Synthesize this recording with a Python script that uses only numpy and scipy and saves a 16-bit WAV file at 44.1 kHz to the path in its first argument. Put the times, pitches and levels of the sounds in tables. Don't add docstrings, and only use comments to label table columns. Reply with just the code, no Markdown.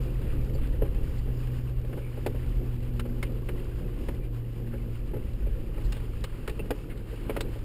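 import sys
import numpy as np
from scipy import signal
from scipy.fft import rfft, irfft, next_fast_len
from scipy.io import wavfile
from scipy.ndimage import uniform_filter1d, map_coordinates

SR = 44100
rng = np.random.default_rng(int(sys.argv[2]) if len(sys.argv) > 2 else 0)


def wrap_up_sound(samples):
    columns = np.atleast_2d(samples).T
    tamed = np.clip(columns, -1, 1)
    steps = np.round(tamed * 32767).astype(np.int16)
    wavfile.write(sys.argv[1], SR, steps)


N = 336924


# t/s, relative level/dB
SHAKE_LEVELS = [(0.0, -33.5), (0.74, -27.5), (1.51, -34.5), (2.11, -39), (2.32, -33.5), (4.21, -35),
                (4.43, -41), (4.66, -37.5), (4.87, -36), (5.47, -33), (7.11, -39), (7.43, -35.5),
                (7.64, -37)]
# f/Hz, relative density/dB
RUMBLE_SPECTRUM = [(10, -4.5), (22, -2.5), (32, -0.5), (48, 0.5), (58, -4), (76, -12), (95, -13.5),
                   (140, -19), (190, -43), (300, -51)]
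def body(gain_db=3.0, evenness=0.81, lurch_db=0.64):
    shake_db, = curves(SHAKE_LEVELS)
    sway = coloured(rng.standard_normal(N), RUMBLE_SPECTRUM)
    envelope = np.sqrt(np.abs(uniform_filter1d(sway ** 2, size=4000)) + 1e-6)
    return amp(shake_db + gain_db + lurch_db * wobble(9.7)) * unit(sway / envelope ** evenness)


# t/s, peak level/dB
WHEEL_DROPS = [(1.756, -23), (2.46, -23.5), (2.558, -21.5), (3.529, -29), (5.426, -19), (5.5, -25.5),
               (5.842, -16.5)]
def jolts(boom_hz=43, rise_s=0.024):
    out, t = np.zeros(N), np.arange(SR // 3) / SR
    envelope = (t / rise_s * np.exp(1 - t / rise_s)) ** 2
    for s, db in WHEEL_DROPS:
        add(out, s, amp(db) * envelope * np.sin(2 * np.pi * boom_hz * t))
    return out


# t/s, level/dB
ENGINE_LOAD = [(0, -34), (.75, -37.5), (1.45, -33), (1.9, -36.5), (3.1, -35.5), (4.1, -42), (4.35, -34),
               (4.9, -38), (5.45, -45.5), (5.95, -38), (6.45, -43.5), (6.95, -46), (7.64, -39)]
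# level off resonance/dB, resonance f/Hz, bandwidth/Hz, lift/dB
CAB_RESONANCES = [(-56.5, 239.3, 4.2, 12.5), (-61.5, 356, 14, 11)]
# t/s, half-width/s, lift/dB
HARMONIC_SURGE = (4.76, 0.12, 11.4)
def engine(start_hz=125.86, sag_hz_per_s=2.06, waver_db=1.33, overtone_waver_db=2.2):
    t = np.arange(N) / SR
    firing_hz = start_hz - sag_hz_per_s * t
    phase = 2 * np.pi * np.cumsum(firing_hz * (1 + .002 * wobble(12))) / SR
    levels = [curves(ENGINE_LOAD)[0] + waver_db * wobble(14)]
    for k, (db, centre_hz, width_hz, lift_db) in enumerate(CAB_RESONANCES, 2):
        swell_db = lift_db * resonance(k * firing_hz, centre_hz, width_hz)
        levels.append(db + swell_db + overtone_waver_db * wobble(9))
    surge_s, half_width_s, surge_db = HARMONIC_SURGE
    levels[1] += surge_db * np.exp(-((t - surge_s) / half_width_s) ** 2)
    return sum(amp(db) * np.sqrt(2) * np.sin(k * phase + rng.uniform(0, 2 * np.pi))
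               for k, db in enumerate(levels, 1))


# t/s, roll level/dB, relative grit level/dB
TRACK_LEVELS = [(0.0, -39.5, -55.5), (0.51, -41, -57), (0.76, -40.5, -56.5), (1.13, -41.5, -55.5),
                (1.62, -44.5, -59), (2.49, -43, -56.5), (2.7, -44, -58.5), (3.94, -41, -57.5),
                (4.4, -45.5, -59.5), (5.62, -43, -60), (5.98, -44, -55.5), (6.92, -45.5, -59),
                (7.28, -42, -54.5), (7.64, -45.5, -57)]
# f/Hz, relative density/dB
ROLL_SPECTRUM = [(90, -13), (150, 8), (200, 3), (300, 4), (400, 0), (500, -0.5), (570, -7.5), (690, -17.5),
                 (850, -19), (1000, -29.5), (2000, -61)]
GRIT_SPECTRUM = [(300, -19), (700, 2.5), (1100, 3), (1500, 0), (2200, -1.5), (2850, 2), (3600, -7.5),
                 (5000, -9.5)]
SAND_SPECTRUM = [(2400, -27), (3400, -10), (4000, -19), (4900, -3.5), (5600, -3.5), (6600, 6.5)]
def tyres(grit_db=1.0, sand_db=-8.0, crunch_db=-6, lumps_db=2.0, scrape_db=1.48, drift_db=-1.5):
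    roll_level, grit_level = curves(TRACK_LEVELS)
    roll = coloured(rng.standard_normal(N), ROLL_SPECTRUM)
    crunch = amp(crunch_db) * stones()
    grit = amp(grit_db) * unit(coloured(rng.standard_normal(N), GRIT_SPECTRUM) + crunch)
    sand = amp(sand_db + drift_db * wobble(8.3)) * coloured(rng.standard_normal(N), SAND_SPECTRUM)
    scrape = amp(grit_level + scrape_db * wobble(24)) * (grit + sand)
    return amp(roll_level + lumps_db * wobble(17)) * roll + scrape


def stones(count=2400, centre_hz=1662, t60=0.021, spread_db=16.5):
    out, t = np.zeros(N), np.arange(SR // 50) / SR
    envelope = (1 - np.exp(-t / 0.0012)) * amp(-60 * t / t60)
    for when, pitch, size in rng.random((count, 3)):
        hz = centre_hz * 3 ** (pitch - .5)
        add(out, when * N / SR, amp(spread_db * size ** 2) * envelope * np.sin(2 * np.pi * hz * t))
    return unit(out)


# t/s, base level/dB, thud offset/dB, snap offset/dB, ring offset/dB, ring f/Hz
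GEAR_STRIKES = [(0.82, -38, 8.5, -26, 5, 720), (1.929, -40.5, -4, -27, -9, 1590),
                (2.262, -30, 0, -11, 0, 597), (2.995, -31.5, -14, -10.5, -5.5, 1400),
                (3.227, -29.5, -14, -11, -1, 2130), (3.487, -33, -12, -20, -12, 1390),
                (4.085, -36.5, -2.5, -17, -0.5, 870), (5.922, -35.5, -20, -5.5, -8, 2770),
                (5.968, -45, -2, -12, -6, 3400), (6.239, -32, -11.5, -7, -6, 3000),
                (6.476, -28.5, -10.5, -15, -10, 2000), (6.494, -37.5, -7.5, -10, 1, 2660),
                (6.592, -41.5, 4.5, -16, 8.5, 2680), (6.706, -28, -2, -14, 0, 600),
                (7.296, -31, 0, -23, -10, 2340), (7.364, -28, -6, -18, -4, 870),
                (7.406, -28, -11.5, -6, -9, 4020)]
def knocks(attack_s=0.0009, scatter_s=.01, clack_db=-21, thud_db=-8.0, snap_db=-16.5):
    out = np.zeros(N)
    for s, db, thud, snap, ring, hz in GEAR_STRIKES:
        add(out, s, amp(db) * blow(attack_s, scatter_s, clack_db, thud + thud_db, snap + snap_db))
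        add(out, s, amp(db + ring) * struck_part(hz))
    return out


def struck_part(hz, width_hz=300, t60=0.056, attack_s=0.0013):
    t = np.arange(SR // 16) / SR
    return amp(-60 * t / t60) * (1 - np.exp(-t / attack_s)) * resonant_noise(t, hz, width_hz)


# f/Hz, relative level/dB, T60/s
PANEL_MODES = [(252, -23, 0.053), (283.6, -5, 0.12), (354.6, -2, 0.09), (422.2, 0.5, 0.12),
               (488.4, 3.5, 0.062), (555.5, 0.5, 0.085), (641, -10, 0.067), (770, -24, 0.12),
               (840, -10, 0.077), (955, -17, 0.065)]
# f/Hz, relative density/dB
CLACK_SPECTRUM = [(400, -34), (800, 4.5), (1400, 5.5), (2000, 4.5), (3000, 2), (3600, -12.5), (6600, -23.5)]
SNAP_SPECTRUM = [(1500, -18), (3000, -5), (4000, -2), (4800, -5), (6600, -8)]
def blow(attack_s, scatter_s, clack_db, thud_db, snap_db, echo_db=-10, echo_t60=.11):
    t = np.arange(SR // 5) / SR
    onset = 1 - np.exp(-t / attack_s)
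    early = onset * np.exp(-(t / scatter_s) ** 2)
    echo = onset * amp(echo_db - 60 * t / echo_t60)
    thud = np.zeros(len(t))
    for hz, db, t60 in PANEL_MODES:
        decay = amp(db + rng.normal(0, 2.1) - 60 * t / t60)
        thud += decay * np.sin(2 * np.pi * hz * rng.normal(1, 0.01) * t + rng.uniform(0, 2 * np.pi))
    clack = coloured((early + echo) * rng.standard_normal(len(t)), CLACK_SPECTRUM)
    snap = coloured((early + .5 * echo) * rng.standard_normal(len(t)), SNAP_SPECTRUM)
    return amp(clack_db) * clack + amp(thud_db) * unit(onset * thud) + amp(snap_db) * snap


# t/s, thud level/dB
TIPPING_STONES = [(0.547, -51.5), (0.849, -49.5), (1.273, -53), (1.842, -55), (1.972, -46), (2.174, -51.5),
                  (2.345, -49.5), (3.051, -48.5), (4.735, -50.5), (5.135, -47), (5.163, -49),
                  (5.464, -51.5), (5.775, -52), (6.786, -61), (7.126, -54), (7.558, -52)]
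def thumps():
    out = np.zeros(N)
    for s, db in TIPPING_STONES:
        add(out, s, amp(db) * blow(attack_s=.003, scatter_s=0.022, clack_db=-18, thud_db=0, snap_db=-31))
    return out


def rattles(count=30, spread_db=2):
    out = np.zeros(N)
    for s, db in random_contacts(count, spread_db):
        chatter = blow(attack_s=.0006, scatter_s=0.0066, clack_db=-13.5, thud_db=-10, snap_db=-23)
        add(out, s, amp(db) * chatter)
    return out


def ticks(count=24, t60=0.025, spread_db=4):
    out, t = np.zeros(N), np.arange(SR // 40) / SR
    for s, db in random_contacts(count, spread_db):
        add(out, s, amp(db - 60 * t / t60) * coloured(rng.standard_normal(len(t)), SNAP_SPECTRUM))
    return out


# t/s, duration/s, f/Hz, bandwidth/Hz, level/dB
TRIM_RUBS = [(0.251, 0.13, 2000, 2000, -55.5), (0.537, 0.029, 4600, 505, -56),
             (0.599, .09, 2180, 1800, -54), (1.18, 0.023, 4500, 600, -59), (1.305, 0.18, 4900, 900, -66),
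             (1.997, 0.11, 2300, 280, -56.5), (3.236, 0.051, 2680, 900, -56),
             (4.193, 0.095, 2330, 400, -62), (4.708, 0.06, 1620, 900, -53.5),
             (5.836, .04, 4300, 1500, -57.5), (5.92, 0.084, 2800, 1100, -56),
             (6.89, .05, 2070, 1600, -49.5)]
def squeaks():
    out = np.zeros(N)
    for s, length, hz, width_hz, db in TRIM_RUBS:
        t = np.arange(round(length * SR)) / SR
        add(out, s, amp(db) * np.sin(np.pi * t / length) * resonant_noise(t, hz, width_hz))
    return out


def random_contacts(count, spread_db):
    _, grit_level = curves(TRACK_LEVELS)
    for slot, (when, size) in enumerate(rng.random((count, 2))):
        start = int((slot + when) * N / count)
        yield start / SR, grit_level[start] + spread_db * (2 * size - 1)


def resonance(hz, centre_hz, width_hz):
    return 1 / (1 + (2 * (hz - centre_hz) / width_hz) ** 2)


def resonant_noise(t, hz, width_hz):
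    return unit(filtered(rng.standard_normal(len(t)), lambda f: resonance(f, hz, width_hz)))


def amp(db):
    return 10 ** (np.asarray(db) / 20)


def unit(x):
    return x / np.sqrt(np.mean(x ** 2) + 1e-20)


def curves(rows):
    times, *columns = np.transpose(rows)
    return [np.interp(np.arange(N) / SR, times, column) for column in columns]


def wobble(rate):
    knots = rng.standard_normal(int(N * rate / SR) + 4)
    return map_coordinates(knots, [np.arange(N) * rate / SR])


def filtered(x, response):
    size = next_fast_len(len(x) + 8192)
    return irfft(rfft(x, size) * response(np.fft.rfftfreq(size, 1 / SR)), size)[:len(x)]


def coloured(x, spectrum):
    f, db = np.transpose(spectrum)
    return unit(filtered(x, lambda hz: amp(np.interp(np.log(hz + 1), np.log(f), db, left=-40, right=-80))))


def add(out, s, sound):
    part = out[round(s * SR):][:len(sound)]
    part += sound[:len(part)]


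def scene():
    driving = engine() + body() + jolts() + tyres()
    return (driving + knocks() + thumps() + rattles() + ticks() + squeaks())[None]


def record(dry, edge_hz=5400, hold_hz=12000, top_hz=15500):
    fade_in = np.minimum(np.arange(N) / 200, 1)
    band_limited = filtered(dry[0] * fade_in, lambda hz: 1 / np.sqrt(1 + (hz / edge_hz) ** 30))
    slow = signal.resample_poly(band_limited, hold_hz, SR, window=("kaiser", 3))
    held = signal.resample_poly(np.repeat(slow, 4), SR, 4 * hold_hz)[:N]
    return filtered(held, lambda hz: 1 / np.sqrt(1 + (hz / top_hz) ** 160))[None]


dry = scene()
out = record(dry)
wrap_up_sound(out)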